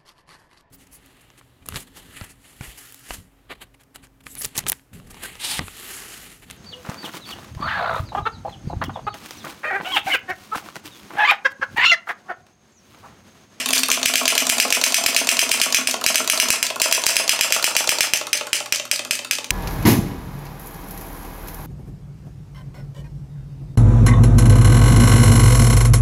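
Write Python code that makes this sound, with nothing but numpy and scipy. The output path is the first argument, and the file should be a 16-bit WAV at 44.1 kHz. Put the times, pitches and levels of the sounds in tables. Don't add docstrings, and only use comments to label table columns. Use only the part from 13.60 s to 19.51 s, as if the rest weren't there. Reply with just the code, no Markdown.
import sys
import numpy as np
from scipy import signal
from scipy.fft import rfft, irfft
from scipy.io import wavfile

SR = 44100
rng = np.random.default_rng(int(sys.argv[2]) if len(sys.argv) > 2 else 0)


def linear_from_db(decibels):
    return 10 ** (np.asarray(decibels, float) / 20)


def inscribe(sig):
    pcm = np.round(np.clip(np.atleast_2d(sig).T, -1, 1) * 32767)
    wavfile.write(sys.argv[1], SR, pcm.astype(np.int16))


N = 260631
LEAD = SR // 5

# pitch_hz, level_db, t60_s (time to fade by 60 dB)
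JAW_TONES = [(2445, -30, 0.075), (2538, -7, 0.026), (2889, 2.5, 0.0072), (3293, -3, 0.0079),
             (3240, -14, 0.0064), (4180, -11, 0.019), (5042, -6.5, 0.019), (5436, -0.5, 0.0068),
             (6180, -3, 0.019), (7290, -0.5, 0.0034), (7725, 1, 0.0058), (8690, 2, 0.0042),
             (9455, 0, 0.0073), (10400, 1.5, 0.0034), (11320, -11, 0.0096), (12300, 0.5, 0.0046),
             (14500, -8, 0.0078)]
# snap_s, strength_db, cam_tick_before_ms, landing_after_ms, rebound_after_landing_ms
FIRST_HOPS = [(-0.075, -19.5, 20, 26, 40), (0.1339, -29, 28, 28.4, 27), (0.3155, -27, 13.7, 57.4, 42),
              (0.4589, -27, 29, 34.4, 45), (0.5563, -26, 18.6, 55, 21), (0.6791, -25, 24.3, 44, 40),
              (0.7789, -25.5, 26.6, 39, 35), (0.8981, -26, 30, 23.5, 47), (1.0004, -25, 18.1, 50.4, 30),
              (1.125, -24.5, 21, 43, 49), (1.2392, -25.5, 25.3, 25, 40), (1.3437, -24, 21.4, 36.6, 31),
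              (1.463, -26, 24.8, 20, 46), (1.5643, -24.5, 18, 48, 34), (1.69, -25, 18.7, 30, 19.4),
              (1.7919, -24.5, 22.8, 31.4, 38), (1.916, -26.5, 24, 25, 33), (2.0154, -25.5, 16, 45, 43),
              (2.1457, -25.5, 21.2, 37, 28.7)]
LATER_HOPS = [(2.4634, -25, 23, 36.5, 46), (2.557, -27, 12.8, 45, 43), (2.6993, -26.5, 23.4, 33, 22),
              (2.7999, -26.5, 24.6, 27, 28), (2.904, -27, 18.7, 32, 24), (3.2175, -26, 17.9, 40, 26),
              (3.3253, -26, 13, 49, 44), (3.4658, -27, 28, 24, 20), (3.5666, -26.5, 9.5, 31.6, 41),
              (3.6935, -26, 15, 37, 32), (3.8102, -26.5, 19.4, 34, 34), (3.9235, -26.5, 18.5, 38, 34),
              (4.0426, -26.5, 16.4, 31, 36), (4.1657, -26.5, 14.4, 39.4, 37), (4.292, -26.5, 18, 26.4, 35),
              (4.4072, -25, 22, 32.6, 31)]
# snap_s, strength_db, jaw_swings_open_after_ms, landing_after_ms, rebound_after_landing_ms
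SLOW_TURNS = [
    (2.273, -32, 38.5, 68, 72),
    (3.0281, -33, 38.6, 74.5, 56.5),
    (4.5355, -30.5, 37.5, 76.5, 57),
    (4.7307, -30, 43.5, 79.5, 59),
    (4.9309, -29.5, 35, 72, 56.5),
    (5.124, -32, 35, 73, 56),
    (5.3139, -31.5, 45.5, 79, 56.5),
    (5.5097, -31.5, 43, 81, 56.5),
    (5.711, -32, 41, 73.5, 59.5),
    (5.906, -30.5, 6, 0, 2),
]
TOOTH_GRAZES = [0.1303, 0.4558, 0.8938, 1.2376, 1.461, 1.9125, 3.46]


def at_hz(points, hz):
    table_hz, values = np.transpose(points)
    return np.interp(np.log(hz + 1), np.log(table_hz), values)


def strike(times, levels_db, modes, scatter_db, detune, contact_s, ring_s, pitch=1):
    hz, mode_db, t60 = np.transpose(modes)[:, None, :, None]
    draws = rng.standard_normal((len(times), len(modes), 1, 3))
    scatter, bend, late = np.moveaxis(draws, -1, 0)
    t = np.arange(int(ring_s * SR)) / SR - contact_s * np.abs(late)
    t = np.maximum(t, 0)
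    loudness = linear_from_db(mode_db + scatter_db * scatter - 60 * t / t60)
    rings = -loudness * np.sin(2 * np.pi * hz * (pitch + detune * bend) * t)
    hits = linear_from_db(levels_db)[:, None] * rings.sum(1)
    out = np.zeros(LEAD + N + SR)
    starts = LEAD + np.round(times * SR).astype(int)
    for start, hit in zip(starts, hits):
        out[start:start + len(hit)] += hit
    return out[:LEAD + N]


def room_tone():
    # pitch_hz, level_db (per Hz)
    air = [(30, 4), (60, 2), (120, -1), (220, 0), (500, -9), (2000, -16), (8000, -24), (16000, -36)]
    # pitch_hz, level_db (rms)
    hum_tones = [(118.4, -60.5)]
    colour = linear_from_db(at_hz(air, np.fft.rfftfreq(N, 1 / SR)))
    noise = irfft(rfft(rng.standard_normal(N)) * colour, N)
    wander = np.cumsum(rng.standard_normal(N)) * 0.0091
    t = np.arange(N) / SR
    hum = sum(linear_from_db(db + 13.5) * np.sin(2 * np.pi * hz * t + wander) for hz, db in hum_tones)
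    return linear_from_db(-50) * noise / noise.std() + hum


def room(x, wet_db, build_s):
    # delay_s, level_db
    echoes = [(0.011, -13), (0.024, -10), (.039, -77)]
    # pitch_hz, t60_s
    tail_t60 = [(200, 1), (1000, 0.36), (3000, 0.31), (7000, 0.28), (15000, 0.26)]
    # pitch_hz, level_db
    tail_colour = [(200, -0.5), (600, -3.5), (1200, -1.3), (3000, -4), (7000, -1.5), (15000, -8)]
    t = np.arange(SR // 2) / SR
    hz = np.fft.rfftfreq(SR // 2, 1 / SR)
    noise = rfft(rng.standard_normal(SR // 2))
    centres = np.geomspace(150, 16000, 12)
    tail = 0
    for k, centre_hz in enumerate(centres):
        share = np.interp(np.log(hz + 1), np.log(centres), np.arange(12) == k)
        fade_db = at_hz(tail_colour, centre_hz) - 60 * t / at_hz(tail_t60, centre_hz)
        tail = tail + irfft(noise * share) * linear_from_db(fade_db)
    tail *= linear_from_db(wet_db) * (1 - np.exp(-(t / build_s) ** 2))
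    for delay, echo_db in echoes:
        tail[int(delay * SR)] += linear_from_db(echo_db - 7)
    return signal.fftconvolve(x, tail)[:len(x)]


def contacts():
    to_seconds = [[1], [1], [1000], [1000], [1000]]
    s, _, cam, landing, rebound = np.transpose(FIRST_HOPS + LATER_HOPS) / to_seconds
    quick = dict(cam=s - cam, landing=s + landing, rebound=s + landing + rebound,
                 graze=np.array(TOOTH_GRAZES))
    s, _, swing, landing, rebound = np.transpose(SLOW_TURNS[:-1]) / to_seconds
    rock = s + landing + rebound
    return dict(quick, drop=s + 0.012, slip=s + 0.0195, swing=s + swing,
                slump=s + landing, settle=rock - 0.012, rock=rock)


def blows(levels_db, spread_db):
    at = contacts()
    fall_ms = np.transpose(FIRST_HOPS + LATER_HOPS)[3][:, None]
    times, levels = [], []
    for name, contact_db in levels_db.items():
        db = np.tile(contact_db, (len(at[name]), 1))
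        if name == "landing":
            db = db + 0.1221 * (fall_ms - 34.3)
        times.append(at[name])
        levels.append(db)
    db = np.concatenate(levels)
    return np.concatenate(times), (db + spread_db * rng.standard_normal(db.shape)).T


def snaps():
    # time_s, level_db
    bright = [(0, -7), (2.1, -4.5), (2.7, -1.5), (3.9, -1.8), (4.2, -3), (5.9, -2.5)]
    s, strength_db = np.transpose(FIRST_HOPS + LATER_HOPS + SLOW_TURNS)[:2]
    grazed = np.abs(s[:, None] - TOOTH_GRAZES).min(axis=1) < .01
    return s, strength_db, np.interp(s, *np.transpose(bright)) + 3 * grazed


def knocks():
    # pitch_hz, level_db, t60_s
    parts = [
        [(252, -2, 0.11), (465, -4, 0.035)],
        [(633, -6.5, 0.018), (671.6, -1, 0.036), (993, -5.5, 0.032)],
        [(835, -7, 0.026), (1101, -7.5, 0.059), (1292, -2, 0.015), (1390, -1, 0.018)],
    ]
    # tabletop_db, hollow_body_db, base_plate_db
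    knock_db = dict(cam=(-4.5, -20.5, -30), landing=(2.3, -19, -22), rebound=(-2, -28.5, -27.5),
                slump=(-0.5, -18.5, -24), rock=(0, -29.5, -23.5), drop=(0, -22.5, -33))
    # time_s, tabletop_db, body_db, base_db
    footing = [(0, -29.5, -2, 0.5), (1.0, -29.5, 0.7, 2.7), (2.0, -31, -1.2, 0.3), (2.9, -35, 0.5, 2.5),
               (3.5, -46, 0, 0.7), (4.3, -51.5, -0.5, 4), (4.8, -37.5, -3, .1), (5.1, -41, -5.5, -6.5),
               (5.9, -35, -11.5, -7)]
    # time_s, pitch_factor
    turning = [(1.5, 1.0), (3.0, 0.99), (4.8, 0.885)]
    # time_s, tabletop_db, hollow_body_db, base_plate_db
    stray = [
        (0.06, -29, -42, -22.5),
        (0.092, -26, -34, -22),
        (0.287, -25, -32, -19),
    ]
    s, levels = blows(knock_db, spread_db=1.5)
    when, *drive_db = np.transpose(footing)
    levels += [np.interp(s, when, db) for db in drive_db]
    s, *levels = np.hstack([[s, *levels], np.transpose(stray)])
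    body_pitch = np.interp(s, *np.transpose(turning))[:, None, None]
    manner = dict(scatter_db=1.8, detune=.014, contact_s=0.003, ring_s=.15)
    out = 0
    for db, modes, pitch in zip(levels, parts, (1, body_pitch, 1)):
        out = out + strike(s, db, modes, pitch=pitch, **manner)
    return signal.sosfilt(signal.butter(4, 215, "high", fs=SR, output="sos"), out)


def ticks():
    # pitch_hz, level_db, t60_s
    parts = [
        [(2050, -7, 0.019), (2610, 2.5, 0.023), (3060, 4, 0.01), (3650, 0.5, 0.017)],
        [(3890, 6, 0.0025), (4530, 3.5, 0.0076), (5740, 4.5, 0.0045), (6380, 3, 0.0035), (7160, 8, 0.0029)],
        [(8880, 5.5, 0.014), (9660, 3, 0.0073), (10740, 3, 0.0035), (12650, 13.5, 0.0015), (15100, -2, 0.0035)],
    ]
    # shell_db, teeth_db, sharp_edge_db
    tick_db = dict(cam=(-23, -13, -24.5), graze=(-25, -21, -20), landing=(-30, -32, -36),
               rebound=(-31, -26, -30), slip=(-48, -25, -44), swing=(-33, -16, -23),
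               slump=(-20, -20.5, -30), settle=(-37, -46, -50), rock=(-26, -23.5, -29.5))
    # time_s, level_db
    spring = [(0, 0.4), (1.5, -1.6), (3.0, -1.8), (4.4, -3.1), (5.0, -3.7), (5.9, -2)]
    # time_s, shell_db,
    # teeth_db, sharp_edge_db
    stray = [(0.0593, -19, -18, -22.5), (0.0881, -19, -20, -21), (0.1523, -28, -18, -18),
             (0.161, -27, -16, -22), (0.1724, -18, -34, -34), (0.1796, -36, -12, -26),
             (0.1934, -41, -36, -19), (0.2334, -14, -11.5, -18), (0.26, -33, -29, -29),
             (0.2847, -24.5, -22, -22), (0.3963, -34, -31, -38), (2.958, -24, -34, -28),
             (3.5077, -22, -30, -28), (3.9633, -22, -24, -31)]
    s, levels = blows(tick_db, spread_db=1.5)
    levels += np.interp(s, *np.transpose(spring))
    s, *levels = np.hstack([[s, *levels], np.transpose(stray)])
    manner = dict(scatter_db=2, detune=.03, contact_s=.0003, ring_s=.02)
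    out = 0
    for delay, bounce_db in [(0, -1.5), (.0018, -6), (.0041, -11)]:   # seconds, dB
        for db, modes in zip(levels, parts):
            out = out + strike(s + delay, db + bounce_db, modes, **manner)
    return signal.sosfilt(signal.butter(2, 1200, "high", fs=SR, output="sos"), out)


def rattle():
    s, strength_db, _ = snaps()
    wait, size = np.moveaxis(rng.random((len(s), 16, 2)), -1, 0)
    times = s[:, None] + 0.0039 + 0.041 * wait
    levels_db = strength_db[:, None] + 1.5 + 8 * size - 7 * wait
    shiver = strike(times.ravel(), levels_db.ravel(), JAW_TONES,
                    scatter_db=2, detune=.015, contact_s=.0003, ring_s=.025)
    return signal.sosfilt(signal.butter(4, 2050, "high", fs=SR, output="sos"), shiver)


def jaws():
    # delay_s, level_db
    rebounds = [
        (.0012, -16),
        (.0023, -10),
        (.003, -12),
    ]
    s, strength_db, bright_db = snaps()
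    hard = dict(scatter_db=1.2, detune=.012, contact_s=.00002, ring_s=.02)
    low = strike(s, strength_db + 26.0, JAW_TONES[:4], **hard)
    high = strike(s, strength_db + bright_db + 28.5, JAW_TONES[4:], **hard)
    for delay, rebound_db in rebounds:
        high += strike(s + delay, strength_db + 30.5 + rebound_db, JAW_TONES[5:10], **hard)
    return signal.sosfilt(signal.butter(4, 1700, "high", fs=SR, output="sos"), low + high)


def scene():
    # time_s, treble_db
    shade = [(0, 0.5), (2.0, -1.8), (4.3, -1), (5.0, -6), (5.9, -7)]
    toy = jaws() + rattle() + ticks() + knocks()
    spots = 12
    place = np.linspace(0, spots - 1, len(toy))
    wet = 0
    for k in range(spots):
        nearness = np.cos(np.pi / 2 * np.clip(place - k, -1, 1))
        wet = wet + room(toy * nearness, wet_db=-31.5, build_s=0.0013)
    heard = (toy + wet)[LEAD:]
    dull = signal.sosfilt(signal.butter(1, 8500, fs=SR, output="sos"), heard)
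    treble_db = np.interp(np.arange(N) / SR, *np.transpose(shade))
    heard = dull + linear_from_db(treble_db) * (heard - dull)
    return (heard + room_tone())[None]


def gain_control(x, limit_db, release_s, attack_s):
    fading = np.arange(N) / SR / release_s
    over = np.maximum(20 * np.log10(np.abs(x) + 1e-9) - limit_db, 1e-3)
    held = np.exp(np.maximum.accumulate(np.log(over) + fading, axis=-1) - fading)
    r = np.exp(-1 / (attack_s * SR))
    return x * linear_from_db(-signal.lfilter([1 - r], [1, -r], held))


def band_limit(x):
    return signal.sosfilt(signal.butter(12, 16820, fs=SR, output="sos"), x)


def record(dry):
    x = signal.sosfilt(signal.butter(2, 200, "high", fs=SR, output="sos"), dry)
    x = gain_control(x, limit_db=2.0, release_s=0.018, attack_s=0.0021)
    ceiling = .72
    x = x / (1 + np.abs(x / ceiling) ** 6) ** (1 / 6)
    x = signal.sosfilt(signal.cheby2(8, 30, 16600, fs=SR, output="sos"), x)
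    return band_limit(x)


dry = scene()
out = record(dry)
inscribe(out)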